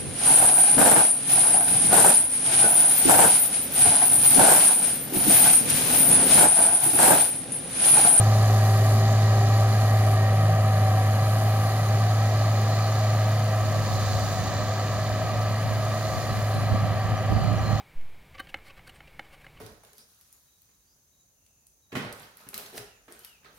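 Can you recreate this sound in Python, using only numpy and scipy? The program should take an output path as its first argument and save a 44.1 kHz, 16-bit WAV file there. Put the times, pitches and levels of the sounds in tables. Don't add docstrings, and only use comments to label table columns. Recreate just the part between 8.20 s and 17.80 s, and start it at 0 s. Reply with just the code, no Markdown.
import sys
import numpy as np
from scipy import signal
from scipy.fft import rfft, irfft
from scipy.io import wavfile
from scipy.ndimage import map_coordinates

SR = 44100
rng = np.random.default_rng(int(sys.argv[2]) if len(sys.argv) > 2 else 0)


def master_out(mix):
    frames = np.transpose(np.atleast_2d(mix))
    ceiling = np.clip(frames, -1, 1)
    pcm = np.round(ceiling * 32767).astype(np.int16)
    wavfile.write(sys.argv[1], SR, pcm)


N = 423360
FIRINGS_PER_TURN, BLADES_PER_TURN = 4, 14.69


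def engine(crank_turns, doublings):
    # t/s, level/dB
    hum_curve = [(0.05, -17.5), (1.36, -18.5), (3.35, -21), (3.5, -24), (3.78, -20.5), (4.79, -23),
                 (4.95, -21.5), (6.1, -27.5), (6.21, -32), (6.62, -26.5), (7.11, -30), (7.18, -26),
                 (7.68, -27), (8.03, -34), (8.16, -26), (8.6, -24.5), (8.7, -27.5), (9.3, -27.5)]
    # crank order, start level/dB
    crank_orders = [(2, -65), (3.5, -44), (6, -44.5), (7, -52), (8, -42), (10, -51), (12, -52.5),
                    (22, -44.5), (24, -45)]
    # f/Hz, width/Hz, gain/dB
    exhaust_modes = [(89.5, 115, -5.5), (129, 70, 2.5), (227.6, 26, -4), (270.6, 46, -6), (382, 115, -9.5)]
    hum = from_db(in_time(hum_curve)) * tone(FIRINGS_PER_TURN * crank_turns, flutter=0.03)
    tones = 0
    for order, db in crank_orders:
        gain = receding(doublings, start_db=db + 1.4 * drift(1.2), loss_db=5) + order_swells(order)
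        tones += gain * tone(order * crank_turns, flutter=0.42)
    gas = field_noise(resonant(exhaust_modes), firing_pulses(crank_turns, depth_db=2, uneven_db=1.2))
    return hum + tones + receding(doublings, start_db=-32.5, loss_db=4.5) * gas


def mower(crank_turns, doublings):
    # t/s, level/dB
    octave_curve = [(0, -36), (1.6, -34.5), (2.8, -33.5), (3.6, -39.5), (4.4, -39.5), (5.6, -46.5),
                    (7.6, -60), (8.5, -43), (9.6, -40)]
    # f/Hz, width/Hz, gain/dB
    deck_modes = [(536, 113, -4.5), (637.6, 72, 0.5), (729, 79, -0.5), (764, 125, -8)]
    passes = BLADES_PER_TURN * crank_turns
    passing_gain = receding(doublings, start_db=-47, loss_db=7.5) + order_swells(BLADES_PER_TURN)
    whine = passing_gain * tone(passes, flutter=0.26)
    whine += from_db(in_time(octave_curve)) * tone(2 * passes, flutter=0.15)
    air = field_noise(resonant(deck_modes), firing_pulses(crank_turns, depth_db=0.9, uneven_db=0))
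    roar = receding(doublings, start_db=-31.5, loss_db=2.5) * air
    return roar + whine * from_db([[0.8], [-0.8]])


def clatter(crank_turns, doublings):
    # f/Hz, width/Hz, gain/dB
    casing_modes = [(1013, 250, -4), (1168, 70, 3), (1274, 120, 0), (1667, 307, -5.5), (1957, 264, -7),
                    (2377, 345, -10.5), (3000, 610, -12.5)]
    # crank order, start level/dB
    mesh_orders = [(44.1, -47.5), (46.8, -51), (70.5, -52), (156.6, -55), (174.6, -56)]
    play_turns = 0.0013
    knock = field_noise(resonant(casing_modes), firing_pulses(crank_turns, depth_db=1, uneven_db=0.36))
    gears = 0
    for order, db in mesh_orders:
        gain = receding(doublings, start_db=db + drift(1.6), loss_db=0.7) + order_swells(order)
        gears += gain * tone(order * (crank_turns + play_turns * drift(25)), flutter=0.94)
    return receding(doublings, start_db=-35, loss_db=1.84) * knock + gears


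def cutting(crank_turns):
    # t/s, relative level/dB
    feed_curve = [(0.05, -42), (1.53, -43.5), (2.19, -47), (4.76, -43.5), (5.37, -46), (5.87, -41.5),
                  (7.46, -47.5), (7.91, -44), (8.57, -49.5), (9.36, -50), (9.55, -47.5)]
    # t/s, relative level/dB
    hiss_curve = [(0.05, -45.5), (0.74, -44), (0.89, -50.5), (1.93, -45.5), (1.98, -50.5), (3.38, -45.5),
                  (3.88, -51.5), (6.13, -50), (6.37, -55), (8.33, -49.5), (8.57, -55.5), (9.55, -57)]
    # f/Hz, width/Hz, gain/dB
    cutting_hiss_peaks = [(3640, 400, 3), (4144, 320, 4.5), (4630, 340, 4.5), (5050, 260, 1.5)]
    # f/Hz, width/Hz, gain/dB
    swish_bands = [(5460, 510, -1), (6060, 440, -1), (6600, 280, 2), (6960, 1340, -2), (14800, 1800, -12)]
    # f/Hz, width/Hz, relative level/dB
    hiss_bands = [(8430, 710, -8), (9300, 2000, 1.5), (10580, 990, 0.5), (11300, 390, -1.5),
                  (12000, 660, -2.5), (12700, 750, -6.5), (13200, 2100, -2), (15600, 1600, -8.5)]
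    scrape_db, swish_db, hiss_db = -44.5, -46, -48.5
    feed_db, treble_db = in_time(feed_curve), in_time(hiss_curve)
    surge_db = feed_db - feed_db.mean()
    pulsing = firing_pulses(crank_turns, depth_db=0.25, uneven_db=-0.4)
    rough = pulsing * from_db(1.3 * drift(150))
    scrape = from_db(scrape_db + surge_db) * field_noise(resonant(cutting_hiss_peaks), rough)
    grainy = pulsing * from_db(1.5 * drift(400))
    swish = from_db(swish_db + 1.23 * surge_db) * field_noise(resonant(swish_bands), grainy)
    hiss = 0
    for hz, width_hz, db in hiss_bands:
        hiss += from_db(db + drift(10)) * field_noise(resonant([(hz, width_hz, 0)]), grainy)
    return scrape + swish + from_db(hiss_db + treble_db - treble_db.mean()) * rms_one(hiss)


def breeze():
    # f/Hz, gain/dB
    spectrum = [(15, -23), (30, -10), (55, 2.5), (100, 6.5), (150, 2), (260, -7.5), (400, -19), (900, -26),
                (3000, -62)]
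    eddies = [rng.standard_normal(N) * from_db(2.8 * drift(20)) for port in range(2)]
    buffets = rms_one(irfft(rfft(eddies) * from_db(over_hz(spectrum)), N))
    return wind_strength() * buffets


def wind_strength():
    # start/s, hold/s, level/dB, left minus right/dB
    gusts = [(5.7, 0.62, -37, -6), (7.44, 0.099, -33.5, -4), (7.84, 0.14, -36.5, 3), (8.34, 0.11, -30, -2),
             (8.48, 0.21, -30, -11), (8.838, 0.08, -26.5, -1), (9.09, 0.089, -25.5, -15),
             (9.22, 0.28, -26.5, -9)]
    onset_s, rise_s = 5.22, 0.3
    breeze_db, breeze_pan_db, lulls_db = -41.5, -2.5, 5.5
    attack_s, release_s = 0.017, 0.078
    t, sides = seconds(), np.array([[0.5], [-0.5]])
    blowing = np.clip((t - onset_s) / rise_s, 0, 1)
    power = (blowing * from_db(breeze_db + breeze_pan_db * sides + lulls_db * drift(2.5))) ** 2
    for start_s, hold_s, db, pan_db in gusts:
        rise = np.clip((t - start_s) / attack_s, 0, 1)
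        fall = np.exp(-np.maximum(t - start_s - attack_s - hold_s, 0) / release_s)
        power += (rise * fall * from_db(db + pan_db * sides)) ** 2
    return np.sqrt(power)


def bird():
    # t/s, peak level/dB
    chirps = [(4.085, -49), (5.275, -50), (8.963, -49), (9.374, -49)]
    length_s, start_hz, rise_hz = 0.035, 5600, 357
    along = np.linspace(0, 1, round(length_s * SR))
    hz = start_hz + rise_hz * np.sin(2 * along)
    chirp = np.sin(np.pi * along) * np.sin(2 * np.pi * np.cumsum(hz) / SR)
    out = np.zeros(N)
    for start_s, db in chirps:
        start = round(start_s * SR)
        out[start:start + len(chirp)] += from_db(db) * chirp
    return out


def firing_pulses(crank_turns, depth_db, uneven_db):
    angle = 2 * np.pi * FIRINGS_PER_TURN * crank_turns
    return from_db(depth_db * np.cos(angle) + uneven_db * np.cos(angle / 2))


def tone(cycles, flutter):
    angle = 2 * np.pi * (cycles + rng.random())
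    return rms_one((1 + flutter * drift(5.8)) * np.sin(angle) + flutter * drift(2.8) * np.cos(angle))


def order_swells(order):
    # crank order, middle/s, length/s, peak level/dB
    swells = [(14.69, 0.87, 1.9, -42.5), (70.5, 1.45, 2.5, -51), (24, 1.77, 0.79, -42),
              (6, 2.24, 0.75, -35), (156.6, 4.55, 1.4, -50), (24, 5.11, 1.3, -40), (24, 7, 1, -49),
              (24, 7.8, 0.9, -39.5)]
    return sum(from_db(db) * swell(middle_s, length_s)
               for which, middle_s, length_s, db in swells if which == order)


def field_noise(spectrum, pulsing):
    # f/Hz, correlation
    likeness = [(100, 1), (400, 0.97), (700, 0.99), (1300, 0.98), (2000, 1), (3000, 0.42), (5500, 0.37),
                (9500, 0.35), (16000, 0.41)]
    # f/Hz, left minus right/dB
    balance = [(100, -1.5), (400, 0), (700, 2), (1290, -1), (2400, 0), (3600, -2), (4200, -7.5),
               (5500, -1.5), (6700, -6.5), (8200, -1), (15000, 0)]
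    mid, side = rfft(rng.standard_normal((2, N)) * pulsing)
    alike, sides = over_hz(likeness), np.array([[1], [-1]])
    pair = np.sqrt(1 + alike) * mid + np.sqrt(1 - alike) * side * sides
    return rms_one(irfft(pair * spectrum * from_db(sides * over_hz(balance) / 2), N))


def resonant(peaks):
    f, power = bins_hz(), 0
    for hz, width_hz, db in peaks:
        detuning = (f * f - hz * hz) / (2 * f * width_hz)
        power += from_db(db) ** 2 / (1 + 2 * detuning ** 2) ** 3
    return np.sqrt(power)


def receding(doublings, start_db, loss_db):
    return from_db(start_db - loss_db * doublings)


def swell(middle_s, length_s):
    return np.cos(np.pi * np.clip((seconds() - middle_s) / length_s, -0.5, 0.5)) ** 2


def drift(corner_hz):
    return rms_one(irfft(rfft(rng.standard_normal(N)) / (1 + (bins_hz() / corner_hz) ** 2), N))


def in_time(curve):
    return np.interp(seconds(), *np.transpose(curve))


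def over_hz(curve):
    hz, value = np.transpose(curve)
    return np.interp(np.log(bins_hz()), np.log(hz), value)


def seconds():
    return np.arange(N) / SR


def bins_hz():
    return np.maximum(np.arange(N // 2 + 1) * SR / N, 1)


def from_db(db):
    return 10 ** (np.asarray(db) / 20)


def rms_one(x):
    return x / np.sqrt(np.mean(x ** 2) + 1e-20)


def scene():
    # middle/s, length/s, firing rate sag/Hz
    thick_grass = [(0.52, 0.8, 0.9), (2.15, 1.3, 1.9), (2.75, 1.1, 2.9), (5.95, 1.7, 4.1), (6.7, 1.1, 2.1),
                   (8.7, 2.4, 1.9)]
    # t/s, left lag/ms
    lag_curve = [(0, .088), (3, .088), (5.5, .055), (9.6, .058)]
    governed_hz, start_m, speed_m_per_s = 106.85, 24.5, 3.2
    sag_hz = sum(hz * swell(middle_s, length_s) for middle_s, length_s, hz in thick_grass)
    crank_turns = np.cumsum((governed_hz - sag_hz) / FIRINGS_PER_TURN) / SR
    doublings = np.log2(1 + speed_m_per_s * seconds() / start_m)
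    tractor = engine(crank_turns, doublings) + clatter(crank_turns, doublings)
    left, right = tractor + mower(crank_turns, doublings) + cutting(crank_turns)
    lag_samples = in_time(lag_curve) * SR / 1000
    left = map_coordinates(left, [np.arange(N) - lag_samples], order=5, mode="nearest")
    return np.array([left, right]) + breeze() + bird()


def record(dry):
    cutoff_hz = 15850
    return signal.sosfilt(signal.ellip(12, 0.1, 90, cutoff_hz, fs=SR, output="sos"), dry)


dry = scene()
out = record(dry)
master_out(out)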